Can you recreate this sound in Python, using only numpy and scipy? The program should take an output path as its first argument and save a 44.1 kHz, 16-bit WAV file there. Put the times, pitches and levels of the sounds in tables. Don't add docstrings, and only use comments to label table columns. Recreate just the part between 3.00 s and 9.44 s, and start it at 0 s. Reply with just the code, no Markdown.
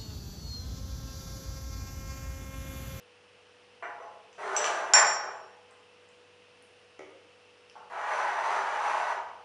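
import sys
import numpy as np
from scipy import signal
from scipy.fft import rfft, irfft
from scipy.io import wavfile

SR = 44100
rng = np.random.default_rng(int(sys.argv[2]) if len(sys.argv) > 2 else 0)


def pcm_store(signal):
    levels = np.round(np.clip(np.atleast_2d(signal), -1, 1) * 32767)
    wavfile.write(sys.argv[1], SR, levels.astype(np.int16).T)


N = 284004
T = np.arange(N) / SR

# pitch_hz, width_hz, level_db
COUNTER_MODES = [(391.8, 10, 3.5), (435, 35, -4.5), (650, 160, 0.5), (848, 44.3, 0.5), (1026, 36.7, -12),
                 (1505, 90, -10), (1926, 98, -8.5), (2220, 37, -17.5)]
# pitch_hz, level_db, t60_s
GLASS_MODES = [
    [(5940, 1.5, 0.082), (7560, -3.5, 0.058), (7750, -13, .15)],
    [(5565, 0, .38), (5605, -10, .3), (5843, -7, .27), (7238, 4, .2), (5250, 3.5, .012),
     (7220, -5, 0.02676)],
]


def dish_drags(grit_db_per_force_db=.6, grit_db_per_s=1.5):
    # start_s, full_force_s, stop_s, level_db, easing_db_per_s, lurch_db, grit_db, colour_name
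    slides = [(1.378, 1.63, 1.96, -28.5, 33.5, 1, 1.5, "first"),
              (2.21, 2.233, 2.283, -39, 32.5, 2, -13, "first"),
              (4.9, 5.137, 6.111, -30, 0.5, 1.35, 5, "second")]
    # frequency_hz, level_db
    early_colour = [(100, -37), (230, -22), (310, -16), (390, -2.5), (500, -7), (650, 0), (1000, -0.5),
                    (1550, -1), (2200, -10.5), (3200, -18.5), (4800, -24), (7000, -26.5), (9500, -31.5),
                    (11300, -46)]
    # frequency_hz, level_db
    late_colour = [(100, -42), (260, -28.5), (330, -23), (390, -14), (520, -12), (760, -3), (920, 2.5),
                   (1150, -1.5), (1850, -8), (2500, -16.5), (3600, -27.5), (5500, -33.5), (9500, -42),
                   (11300, -55)]
    friction = {"first": (early_colour, -27), "second": (late_colour, -36)}
    out = 0
    for start, full, stop, db, easing, lurch_db, grit_db, colour_name in slides:
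        force_db = hand_push(start, full, stop, easing, lurch_db)
        gathered_db = grit_db_per_s * (np.clip(T, start, stop) - full)
        edge_db = grit_db + grit_db_per_force_db * force_db + gathered_db
        force = undb(db + force_db) * (T > start)
        out = out + force * stick_slip(edge_db, *friction[colour_name])
    return out


def hand_push(start, full, stop, easing, lurch_db, breakaway_db=-8.5, lurch_s=.36, release_t60_s=.09):
    build = breakaway_db * np.clip((full - T) / (full - start), 0, 1)
    held_s = np.clip(T - full, 0, None)
    surge = lurch_db * np.cos(2 * np.pi * held_s / lurch_s)
    release = 60 * np.clip(T - stop, 0, None) / release_t60_s
    return build + surge - easing * held_s - release


def stick_slip(grit_db, colour, glass_db, slips_per_s=1800, scatter_db=3, chatter_hz=70, grit_hz=3000):
    # pitch_hz, level_db, t60_s
    rubbed_glass = [(5890, 0, 0.046), (7600, -15, .05)]
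    slipping = rng.random(N) < slips_per_s / SR
    strength = undb(scatter_db * np.minimum(rng.exponential(size=N), 4))
    polarity = rng.choice([-1, 1], N)
    chatter = undb(wander(chatter_hz))
    slips = unit(slipping * strength * polarity * chatter)
    stone = unit(resonate(through(slips, response(colour)), COUNTER_MODES))
    scrape = stone + undb(glass_db) * through(slips, ring(rubbed_glass))
    dull = signal.sosfiltfilt(signal.butter(2, grit_hz, fs=SR, output="sos"), scrape)
    return dull + undb(grit_db) * (scrape - dull)


def dish_knocks(gain_db=15, wall_db=-19, rattle_s=.04):
    # start_s, level_db, cutoff_hz, body_send_db
    knocks = [(0.8248, -15.5, 2300, -14.5), (1.0, -20, 1020, -13.5), (1.045, -28, 850, -15),
              (1.936, -2.5, 2900, -29.5), (1.961, -2.5, 2612, -25.5), (2.029, -10, 1590, -18),
              (2.70, -37.5, 1490, -22), (4.754, -25.5, 1170, -16)]
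    # frequency_hz, level_db
    knock_colour = [(60, -49), (130, -22.5), (230, -23), (400, -10.5), (700, -3.5), (1200, 5.5), (1550, 3),
                    (2300, 0.5), (3000, -11), (11000, -15)]
    # pitch_hz, level_db, t60_s
    body_modes = [(696.5, -4.5, 0.12), (841, 4, 0.2), (1170, -12, 0.076)]
    contacts, body, wall = np.zeros((3, N))
    for start, db, cutoff_hz, body_send_db in knocks:
        rattle = signal.sosfilt(signal.butter(4, cutoff_hz, fs=SR, output="sos"), burst(rattle_s))
        add(contacts, start, undb(db) * rattle)
        add(body, start, 2 * undb(db + body_send_db) * ring(body_modes))
        add(wall, start, undb(db + wall_db) * ring(GLASS_MODES[0]))
    stone = resonate(through(contacts, response(knock_colour)), COUNTER_MODES)
    return undb(gain_db) * (stone + body) + wall


def glass_clinks(ring_gain_db=10, crack_gain_db=12, skid_db=-4):
    # start_s, ring_db, crack_db, skid_s, glass_index (0 the dish, 1 its neighbour)
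    clinks = [(1.3295, -49, -44, .02, 0), (1.5649, -7.5, -20, .04, 0), (1.583, -12, -22, .14, 0),
              (1.644, -25, -16, .014, 0), (1.9363, 7, -6, .018, 1)]
    # frequency_hz, level_db
    crack_colour = [(100, -27), (400, -19.5), (1000, 1), (2700, 11.5), (4300, -2), (5700, 4.5),
                    (7500, -2.5), (8500, -10), (11000, -18.5)]
    rings, cracks = np.zeros((2, N))
    for start, ring_db, crack_db, skid_s, glass_index in clinks:
        add(rings, start, undb(ring_db) * ring(GLASS_MODES[glass_index]))
        contact = undb(skid_db) * burst(skid_s)
        contact[0] += 1
        add(cracks, start, undb(crack_db) * contact)
    return undb(ring_gain_db) * rings, undb(crack_gain_db) * through(cracks, response(crack_colour))


def jar_bump(start_s=3.9926, level_db=-13, gap_s=.013, loss_db=2.2, low_cut_hz=250):
    # pitch_hz, level_db, t60_s
    jar_modes = [(266, -10, 0.1), (395, 5, 0.023), (546, -0.5, 0.057), (620, 2.5, 0.016),
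                 (830, -1.5, 0.015), (1260, -4.5, 0.021), (1955, -6, 0.025), (2230, -4.5, 0.022),
                 (3420, -17, 0.021)]
    rocking = np.zeros(N)
    for k in range(4):
        add(rocking, start_s + k * gap_s, undb(level_db - k * loss_db) * ring(jar_modes))
    return signal.sosfilt(signal.butter(2, low_cut_hz, "high", fs=SR, output="sos"), rocking)


def wet_ticks(gain_db=11, tick_s=.0094, relative_width=.12, settle_db=-49):
    # start_s, level_db, pitch_hz
    clear_ticks = [(2.71, -35, 8000), (3.089, -41, 7600), (3.6243, -37, 9800), (3.992, -29.5, 5800),
                   (4.6975, -23, 2650), (4.698, -31, 5240)]
    settling = [(rng.uniform(2.4, 4.8), settle_db, rng.uniform(6000, 9800)) for _ in range(6)]
    ticks = np.zeros(N)
    for start, db, hz in clear_ticks + settling:
        add(ticks, start, undb(db) * band(burst(tick_s), hz, relative_width * hz))
    return undb(gain_db) * ticks


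def kitchen_tail(build_s=.0043):
    # frequency_hz, t60_s
    room_decay = [(100, 0.97), (350, 0.82), (700, 0.9), (1400, 0.7), (2700, 0.6), (5500, 0.64),
                  (11000, 0.27)]
    t = T[:SR * 3 // 2]
    hz = np.fft.rfftfreq(len(t), 1 / SR)
    spectrum = rfft(rng.standard_normal(len(t)))
    onset = 1 - np.exp(-t / build_s)
    edges_hz = np.geomspace(40, 16000, num=27)
    tail = 0
    for low, high in zip(edges_hz[:-1], edges_hz[1:]):
        part = irfft(spectrum * (hz >= low) * (hz < high), len(t))
        part *= onset * undb(-60 * t / along(low, room_decay))
        tail = tail + part * np.sqrt(2 * (high - low) / SR) / np.linalg.norm(part)
    return tail


def moving_echoes(x, step_s=.17, count=4):
    out = 0
    for k in range(count):
        steps_away = np.abs((T / step_s - k + count / 2) % count - count / 2)
        fade = np.cos(np.pi / 2 * np.minimum(steps_away, 1))
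        out = out + through(x * fade, kitchen_tail())
    return out


def appliance(air_db=-60.5):
    # pitch_hz, level_db
    motor_tones = [(96.9, -76), (193.8, -81.5), (441.4, -73), (489.9, -63), (538.3, -82.5), (931.3, -82.5)]
    # frequency_hz, level_db
    air_colour = [(25, -33.5), (60, -19), (120, -16), (190, -15), (280, -13.5), (600, -11), (1000, -12.5),
                  (2000, -15), (3300, -19), (4300, -22), (5300, -21), (7000, -30), (9500, -30),
                  (11000, -43)]
    # pitch_hz, width_hz, level_db
    housing_modes = [(470, 89.5, -6), (2660, 180, 4), (2947, 340, 1.5)]
    hum = 0
    for hz, db in motor_tones:
        amplitude = np.sqrt(2) * undb(db + .7 * wander(5))
        hum = hum + amplitude * np.sin(2 * np.pi * hz * T + .1 * wander(4))
    rush = through(rng.standard_normal(N), response(air_colour))
    air = unit(resonate(rush, housing_modes))
    return hum + undb(air_db + .3 * wander(3)) * air


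def undb(db):
    return 10 ** (np.asarray(db) / 20)


def unit(x):
    return x / np.sqrt(np.mean(x ** 2))


def along(hz, points):
    points_hz, values = np.transpose(points)
    return np.interp(np.log(hz + 1e-3), np.log(points_hz), values)


def response(colour, size=4096):
    gain = undb(along(np.fft.rfftfreq(size, 1 / SR), colour))
    cepstrum = irfft(np.log(gain))
    cepstrum[1:size // 2] *= 2
    cepstrum[size // 2 + 1:] = 0
    impulse = irfft(np.exp(rfft(cepstrum)))
    return impulse / np.linalg.norm(impulse)


def through(x, impulse):
    return signal.fftconvolve(x, impulse)[:N]


def band(x, hz, width_hz):
    return signal.lfilter(*signal.iirpeak(hz, hz / width_hz, fs=SR), x)


def resonate(x, modes):
    return x + sum(undb(db) * band(x, hz, width_hz) for hz, width_hz, db in modes)


def ring(modes):
    t = T[:SR]
    ringing = sum((-1) ** k * undb(db - 60 * t / t60) * np.sin(2 * np.pi * hz * t)
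                  for k, (hz, db, t60) in enumerate(modes))
    return ringing / np.linalg.norm(ringing)


def burst(t60_s):
    t = T[:SR // 4]
    flurry = rng.standard_normal(len(t)) * undb(-60 * t / t60_s)
    return flurry / np.linalg.norm(flurry)


def wander(rate_hz):
    return 1.2 * np.interp(T * rate_hz, np.arange(4096), rng.standard_normal(4096))


def add(out, start_s, x):
    i = int(start_s * SR)
    out[i:i + len(x)] += x[:N - i]


def scene():
    counter = dish_drags() + dish_knocks()
    rings, cracks = glass_clinks()
    handling = undb(-3) * (jar_bump() + wet_ticks())
    direct = undb(-10) * counter + undb(-1) * rings + undb(-5) * cracks + handling
    room_send = counter + undb(-4) * rings + cracks + handling
    return (direct + moving_echoes(room_send) + appliance())[None]


def record(dry, ceiling=.823, notch_hz=7950, notch_width_hz=450, low_cut_hz=60, top_hz=11100):
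    notched = dry - .5 * band(dry, notch_hz, notch_width_hz)
    rounded = ceiling * np.tanh(notched / ceiling)
    thinned = signal.sosfilt(signal.butter(1, low_cut_hz, "high", fs=SR, output="sos"), rounded)
    return signal.sosfilt(signal.ellip(10, .2, 70, top_hz, fs=SR, output="sos"), thinned)


dry = scene()
out = record(dry)
pcm_store(out)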